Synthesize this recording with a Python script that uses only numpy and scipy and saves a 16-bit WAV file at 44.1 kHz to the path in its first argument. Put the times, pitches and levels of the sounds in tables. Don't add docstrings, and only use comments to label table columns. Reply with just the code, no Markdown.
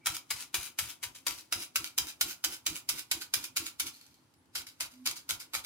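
import sys
import numpy as np
from scipy import signal
from scipy.fft import rfft, irfft
from scipy.io import wavfile
from scipy.ndimage import uniform_filter1d

SR = 44100
rng = np.random.default_rng(int(sys.argv[2]) if len(sys.argv) > 2 else 0)


def put_to_file(sound):
    columns = np.atleast_2d(sound).T
    safe = np.clip(columns, -1, 1)
    whole_steps = np.round(safe * 32767)
    wavfile.write(sys.argv[1], SR, whole_steps.astype(np.int16))


N = 249561
SIZE = 16384


def amp(db):
    return 10 ** (np.asarray(db) / 20)


def evened(x):
    return x / np.sqrt(np.mean(x ** 2) + 1e-20)


def read(points, hz):
    f, value = np.transpose(points)
    return np.interp(np.log(hz + 1), np.log(f + 1), value)


def add(mix, s, sound):
    at = max(round(s * SR), 0)
    part = mix[:, at:at + sound.shape[-1]]
    part += sound[..., :part.shape[1]]


def fade(t, t60):
    return (t >= 0) * amp(-60 * np.maximum(t, 0) / t60)


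def resonate(x, hz, width):
    r = np.exp(-np.pi * width / SR)
    return signal.lfilter([1 - r], [1, -2 * r * np.cos(2 * np.pi * hz / SR), r * r], x)


FIRM_DB, FIRM_T60_S, FIRM_RISE_S = -17.5, 0.047, 0.011
LOOSER_PER_DB, SLOWER_PER_DB = 0.0721, 0.02
AHEAD_DB, AHEAD_SHARE = -46.5, 0.64
BACK_DB, BACK_T60_S, BACK_LOOSER_PER_DB = -38.5, 0.12, 0.04
GENTLE_DB, PARTED_S = -22.5, 0.047
STRAY_PER_S, STRAY_DB, STRAY_SPREAD_DB = 23, 2, 5.5
# (time [s], clap level [dB], rustle level [dB], air thump level [dB]); air() plays the thumps
FORWARD_TURNS = [(0.0591, -17.5, -38, -48), (0.3042, -20.5, -44.5, -52.5), (0.542, -17, -38.5, -46),
                 (0.7868, -17.5, -38.5, -44), (1.0277, -27, -54, -55), (1.2657, -19, -39.5, -51),
                 (1.5232, -15.5, -44, -49.5), (1.7576, -13, -46, -51), (1.979, -12, -40.5, -46),
                 (2.2107, -14.5, -44, -48), (2.4419, -16, -47, -52.5), (2.663, -15.5, -41, -48),
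                 (2.8897, -17, -39, -49.5), (3.1133, -17, -42.5, -52.5), (3.3366, -17.5, -39, -51),
                 (3.566, -13, -39.5, -52.5), (3.797, -18.5, -44.5, -53.5), (4.551, -27.5, -42, -58),
                 (4.802, -29, -41.5, -56), (5.057, -23, -36, -55), (5.2906, -24.5, -39.5, -49.5),
                 (5.5354, -27, -38, -53)]
# (time of the loudest rattle [s], level [dB], swell time constant [s])
TURNS_BACK = [(0.152, -38, 0.013), (0.418, -39.5, 0.038), (0.661, -40.5, .063), (0.902, -41, 0.022),
              (1.15, -45, .0014), (1.384, -46.5, 0.0056), (1.628, -39, 0.049), (1.863, -42.5, .034),
              (2.087, -37.5, 0.0074), (2.311, -36.5, .032), (2.537, -40, 0.04), (2.765, -39.5, 0.021),
              (2.988, -39.5, .016), (3.219, -37, 0.0087), (3.442, -38, .012), (3.666, -37.5, 0.0092),
              (3.869, -38, 0.0068), (4.668, -46, 0.0018), (4.913, -57.5, .0038), (5.164, -42.5, 0.0068),
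              (5.402, -41, 0.0034), (5.648, -38.5, 0.0047)]
# (time [s], level [dB])
SLAT_KNOCKS = [(0.069, -32), (0.1672, -25.5), (0.3092, -26), (0.545, -38), (0.6323, -40), (0.7905, -25),
               (0.9018, -43), (1.0376, -44), (1.2695, -24), (1.281, -34), (1.3864, -42), (1.5254, -29),
               (1.628, -38), (1.759, -26), (1.9857, -16), (2.0706, -33.5), (2.211, -20.5), (2.2142, -19.5),
               (2.4405, -21.5), (2.4458, -29), (2.6668, -34), (2.765, -33), (2.895, -44), (2.995, -31),
               (3.113, -25.5), (3.338, -20.5), (3.3423, -17), (3.4435, -38), (3.563, -27.5), (3.5673, -39),
               (3.666, -31.5), (3.7997, -36), (3.8048, -32), (3.868, -35.5), (3.8833, -42), (4.555, -38),
               (4.5625, -34), (4.6688, -41), (4.8122, -33), (5.063, -30), (5.073, -20), (5.293, -32),
               (5.3081, -18.5), (5.5506, -23)]


def slats():
    mix = np.zeros((2, N))
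    lead, knock_t60 = 0.05, 0.008
    t = np.arange(SIZE) / SR - lead
    for (s, db, rustle_db, _), (back, back_db, swell) in zip(FORWARD_TURNS, TURNS_BACK):
        turn = t - (back - s)
        t60 = FIRM_T60_S * np.exp(LOOSER_PER_DB * (FIRM_DB - db))
        back_t60 = BACK_T60_S * np.exp(BACK_LOOSER_PER_DB * (BACK_DB - back_db))
        slower = np.exp(SLOWER_PER_DB * (FIRM_DB - db))

        rise = np.clip(0.23 + t / (FIRM_RISE_S * slower), 0, 1)
        clap = amp(db) * fade(t, t60) * rise
        ahead = amp(AHEAD_DB + AHEAD_SHARE * (db - FIRM_DB))
        closing = (t < 0) * ahead * np.exp(np.minimum(t, 0) / (0.0056 * slower))
        parted = 1
        if db < GENTLE_DB:
            parted = np.maximum(fade(turn + PARTED_S, 0.026), turn + PARTED_S < 0)

        ends = fade(turn, back_t60) + (turn < 0) * (t > 0)
        rustle = amp(rustle_db) * fade(t, 0.5) * parted
        swelling = amp(back_db) * np.exp(np.minimum(turn, 0) / swell)
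        settling = amp(-62.5) * fade(t, 1.17)
        rattle_power = (rustle ** 2 + swelling ** 2) * ends ** 2
        level = np.sqrt((clap * parted) ** 2 + closing ** 2 + rattle_power + settling ** 2)

        knocks = sum(amp(hit_db) * fade(t - (at - s), knock_t60)
                     for at, hit_db in SLAT_KNOCKS if -0.02 < at - s < 0.19)
        chance, size = rng.random(SIZE), rng.standard_normal(SIZE)
        stray = level * amp(STRAY_DB + STRAY_SPREAD_DB * size) * (chance < STRAY_PER_S / SR)
        knocks = knocks + signal.lfilter([1], [1, -amp(-60 / (knock_t60 * SR))], stray)

        weight = np.exp(-(t / 0.062) ** 2)
        contact = chatter(level) + knocks
        add(mix, s - lead, wood(s, contact, weight, *changes(s)[1:4]))
    return mix


def chatter(level, spread_db=2.0, per_s=350, contact_s=0.00081, rub=0.55):
    size = amp(spread_db * np.minimum(rng.exponential(1, (3, SIZE)), 3))
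    hits = size * (rng.random((3, SIZE)) < per_s / SR)
    return level * evened(rub + signal.lfilter([1], [1, -np.exp(-1 / (contact_s * SR))], hits))


# (frequency [Hz], density [dB per Hz])
SLAT_COLOUR = [(180, -43), (300, -14), (420, -26), (504, -18.5), (1250, -11), (1430, -7), (1800, -6.5),
               (2400, 0.5), (11000, -2.5), (15400, -5.5), (16500, -18)]
# (frequency [Hz], width [Hz], level against the plain knock [dB])
SLAT_RINGS = [(964, 49, 3), (1202, 97, -1), (1396, 67, 8.5), (2280, 110, -1.5), (3055, 200, -6),
              (4000, 144, 4.5), (4800, 285, 6), (5230, 410, -3), (6200, 340, 1), (7370, 230, -4.5),
              (8450, 160, -7.5), (10720, 440, 0)]
# (frequency [Hz], left minus right [dB])
STEREO_LEAN = [(500, 2.5), (2000, 1.5), (12000, 0)]


def wood(s, contact, weight, pan_db, body_db, bright_db, thin_db=-0.5, wide_ms=0.064):
    hz = np.fft.rfftfreq(SIZE, 1 / SR)
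    rough = contact * rng.standard_normal((3, SIZE))
    low = 1 / (1 + (hz / 1900) ** 4)
    heavy = rfft(rough * weight) * amp(body_db * low)
    light = rfft(rough * (1 - weight)) * amp(thin_db * low)
    drive = heavy + light
    f, width, db = np.transpose(SLAT_RINGS)[:, :, None]
    colour = amp(read(SLAT_COLOUR, hz) + bright_db / (1 + ((hz - 4700) / 1000) ** 2))
    out = np.zeros((2, len(hz)), complex)
    for k, place in enumerate([-1, 0, 1]):
        bent = f * (1 + 0.047 * rng.standard_normal(f.shape))
        struck = amp(db + 2 * rng.standard_normal(f.shape))
        thick = amp(1.33 * place * np.log2((hz + 300) / 4500))
        ring = colour * thick * (1 + (struck / (1 + 2j * (hz - bent) / width)).sum(0))
        ring = ring / np.sqrt(3 * np.mean(abs(ring) ** 2))
        late = np.exp(-2j * np.pi * hz * (changes(s)[0] + place * wide_ms) / 1000)
        lean_db = pan_db / 2 + 0.91 * place + read(STEREO_LEAN, hz) / 2
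        sides = amp(np.array([[1], [-1]]) * lean_db)
        out += sides * np.array([late, late ** 0]) * drive[k] * ring
    return irfft(out, SIZE)


# (time [s], left port lateness [ms], left minus right [dB],
# extra slat body [dB], extra slat brightness [dB], air hum level [dB]); air() plays the hum
CHANGES = [(0, 0.054, 0, 6.5, -5.5, -57.5), (.35, 0.041, 2, 3, -5, -67), (.9, -0.033, 1.4, 2.5, -7, -75),
           (1.27, -0.058, 1.5, 4.5, -3.5, -62), (1.55, 0.13, -1, 4, -3, -51.5),
           (1.85, 0.15, -1, -0.2, -4, -57), (2.7, 0.12, -2, -1.5, -4.5, -50.5),
           (3.0, 0.16, -2, -1, -4, -57), (3.6, .15, -1.5, 1, -2.5, -53.5), (4.55, .16, -1, 3, -1.5, -61.5),
           (4.8, .16, -1.5, 5, -3, -74), (5.06, 0.15, -1, 3, -3, -62.5), (5.66, 0.16, -1, 7.5, -3.5, -74)]


def changes(s):
    times, *columns = np.transpose(CHANGES)
    return [np.interp(s, times, column) for column in columns]


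TICK_T60_S = 0.02
# (time [s], level [dB]), before the wood colours them
REST_TICKS = [(4.012, -50), (4.065, -53), (4.142, -56), (4.339, -59.5), (4.457, -67)]


def resting():
    mix, start = np.zeros((2, N)), 3.92
    t = np.arange(SIZE + SIZE) / SR
    creep = amp(-55.0) * fade(t, 0.84) * np.clip(t / 0.015, 0, 1)
    ticks = sum(amp(db) * fade(t - (s - start), TICK_T60_S) for s, db in REST_TICKS)
    for half in (slice(0, SIZE), slice(SIZE, None)):
        s = start + t[half][0]
        contact = chatter(creep[half], per_s=140) + ticks[half]
        add(mix, s, wood(s, contact, weight=0, pan_db=-0.86, body_db=0, bright_db=0.84))
    return mix


def air():
    mix, t = np.zeros((2, N)), np.arange(SR // 4) / SR
    for s, *_, thump_db in FORWARD_TURNS:
        puff = rng.standard_normal((5, len(t)))
        u = (t - 0.042) * 85
        push = np.exp(-(u / 0.59) ** 2) * np.cos(2 * np.pi * u + rng.uniform(2.5, 3.8))
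        swirl = resonate(resonate(puff[2] + 0.23 * puff[3:], 95, 110), 170, 120)
        swirl = evened(swirl) * np.exp(-((t - 0.05) / 0.04) ** 2)
        add(mix, s, amp(thump_db) * (push + 0.36 * swirl) * amp([[0.8], [-0.8]]))
        hum = evened(resonate(puff[0], 323.7, 26.0) + 0.26 * resonate(puff[1], 265, 22.0))
        hum = hum * np.exp(-((t - 0.06) / 0.044) ** 2)
        add(mix, s, amp(changes(s)[-1]) * hum * amp([[-1.7], [1.7]]))
    return mix


# (frequency [Hz], t60 [s])
ROOM_DECAY = [(300, 0.62), (1500, 0.2), (10000, 0.14)]


def room(x):
    taps = np.zeros((2, SR // 2))
    at = np.arange(200, SR // 2 - 20, 20)
    at = at + rng.integers(0, 20, (2, len(at)))
    np.put_along_axis(taps, at, rng.choice([-1., 1.], at.shape), 1)
    hz, t, z = signal.stft(taps, SR, nperseg=256)
    decay = amp(-60 * t / read(ROOM_DECAY, hz)[:, None])
    tail = signal.istft(z * decay, SR, nperseg=256)[1]
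    return signal.fftconvolve(x, tail / np.linalg.norm(tail[0]), axes=1)[:, :N]


TONE_S, TONE_TOP_S, TONE_END_S = 4.91, 5.026, 5.1
TONE_HZ, TONE_RISE_HZ_PER_S = 251, 35
TONE_DB, SWELL_DB_PER_S, SINK_DB_PER_S = -51.5, 123, 110


def tone():
    t = np.arange(TONE_S, TONE_END_S, 1 / SR)
    mix = np.zeros((2, N))
    hz = TONE_HZ + TONE_RISE_HZ_PER_S * (t - TONE_S)
    wave = np.sqrt(2) * np.sin(2 * np.pi * np.cumsum(hz) / SR)
    swell_db = SWELL_DB_PER_S * np.maximum(TONE_TOP_S - t, 0)
    sink_db = SINK_DB_PER_S * np.maximum(t - TONE_TOP_S, 0)
    wave = wave * amp(TONE_DB - swell_db - sink_db) * signal.windows.tukey(len(t), 0.25)
    add(mix, TONE_S, wave * amp([[-1.5], [1.5]]))
    return mix


# (time [s], length [s], frequency [Hz], level [dB])
FAINT_WHISTLES = [(0, 0.25, 2290, -64), (4.36, 0.063, 10300, -81)]


def whistles():
    mix = np.zeros((2, N))
    for s, length, hz, db in FAINT_WHISTLES:
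        noise = rng.standard_normal(round(length * SR) + 2000)
        fuzz = resonate(noise, hz, 40)[2000:]
        add(mix, s, amp(db) * evened(fuzz) * signal.windows.tukey(len(fuzz), 0.3))
    return mix


FLOOR_DB = -67.5
# (frequency [Hz], density [dB per Hz])
FLOOR_COLOUR = [(25, -34.5), (60, -15), (95, -6.5), (160, -8.5), (205, -17), (245, -5.5), (320, -8.5),
                (400, -17), (720, -23), (830, -15.5), (1500, -23), (7000, -31.5), (10100, -31.5),
                (16500, -45)]
# (frequency [Hz], correlation [0 to 1])
FLOOR_LIKENESS = [(30, 0.88), (300, 0.8), (1000, 0.12), (4000, 0.1)]


def floor():
    frames, hz = N // 1024 + 5, np.fft.rfftfreq(4096, 1 / SR)
    a, b, c, d, patches = rng.standard_normal((frames, len(hz), 5)).T
    patches = evened(uniform_filter1d(patches, size=30, axis=0))
    same = np.clip(read(FLOOR_LIKENESS, hz), -1, 1)[:, None]
    left = a + 1j * b
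    right = same * left + np.sqrt(1 - same ** 2) * (c + 1j * d)
    z = np.array([left, right]) * amp(read(FLOOR_COLOUR, hz)[:, None] + 2 * patches)
    return amp(FLOOR_DB) * evened(signal.istft(z, nperseg=4096, noverlap=3072)[1][:, :N])


def scene():
    fan = slats() + resting()
    return fan + amp(-4.5) * room(fan) + air() + tone() + whistles() + floor()


EDGE_HZ = 16050


def record(dry):
    thin = signal.lfilter(*signal.butter(2, 45, "high", fs=SR), dry)
    lowpass = signal.firwin(255, EDGE_HZ, window=("kaiser", 9), fs=SR)
    return signal.oaconvolve(thin, lowpass[None], "same")


dry = scene()
out = record(dry)
put_to_file(out)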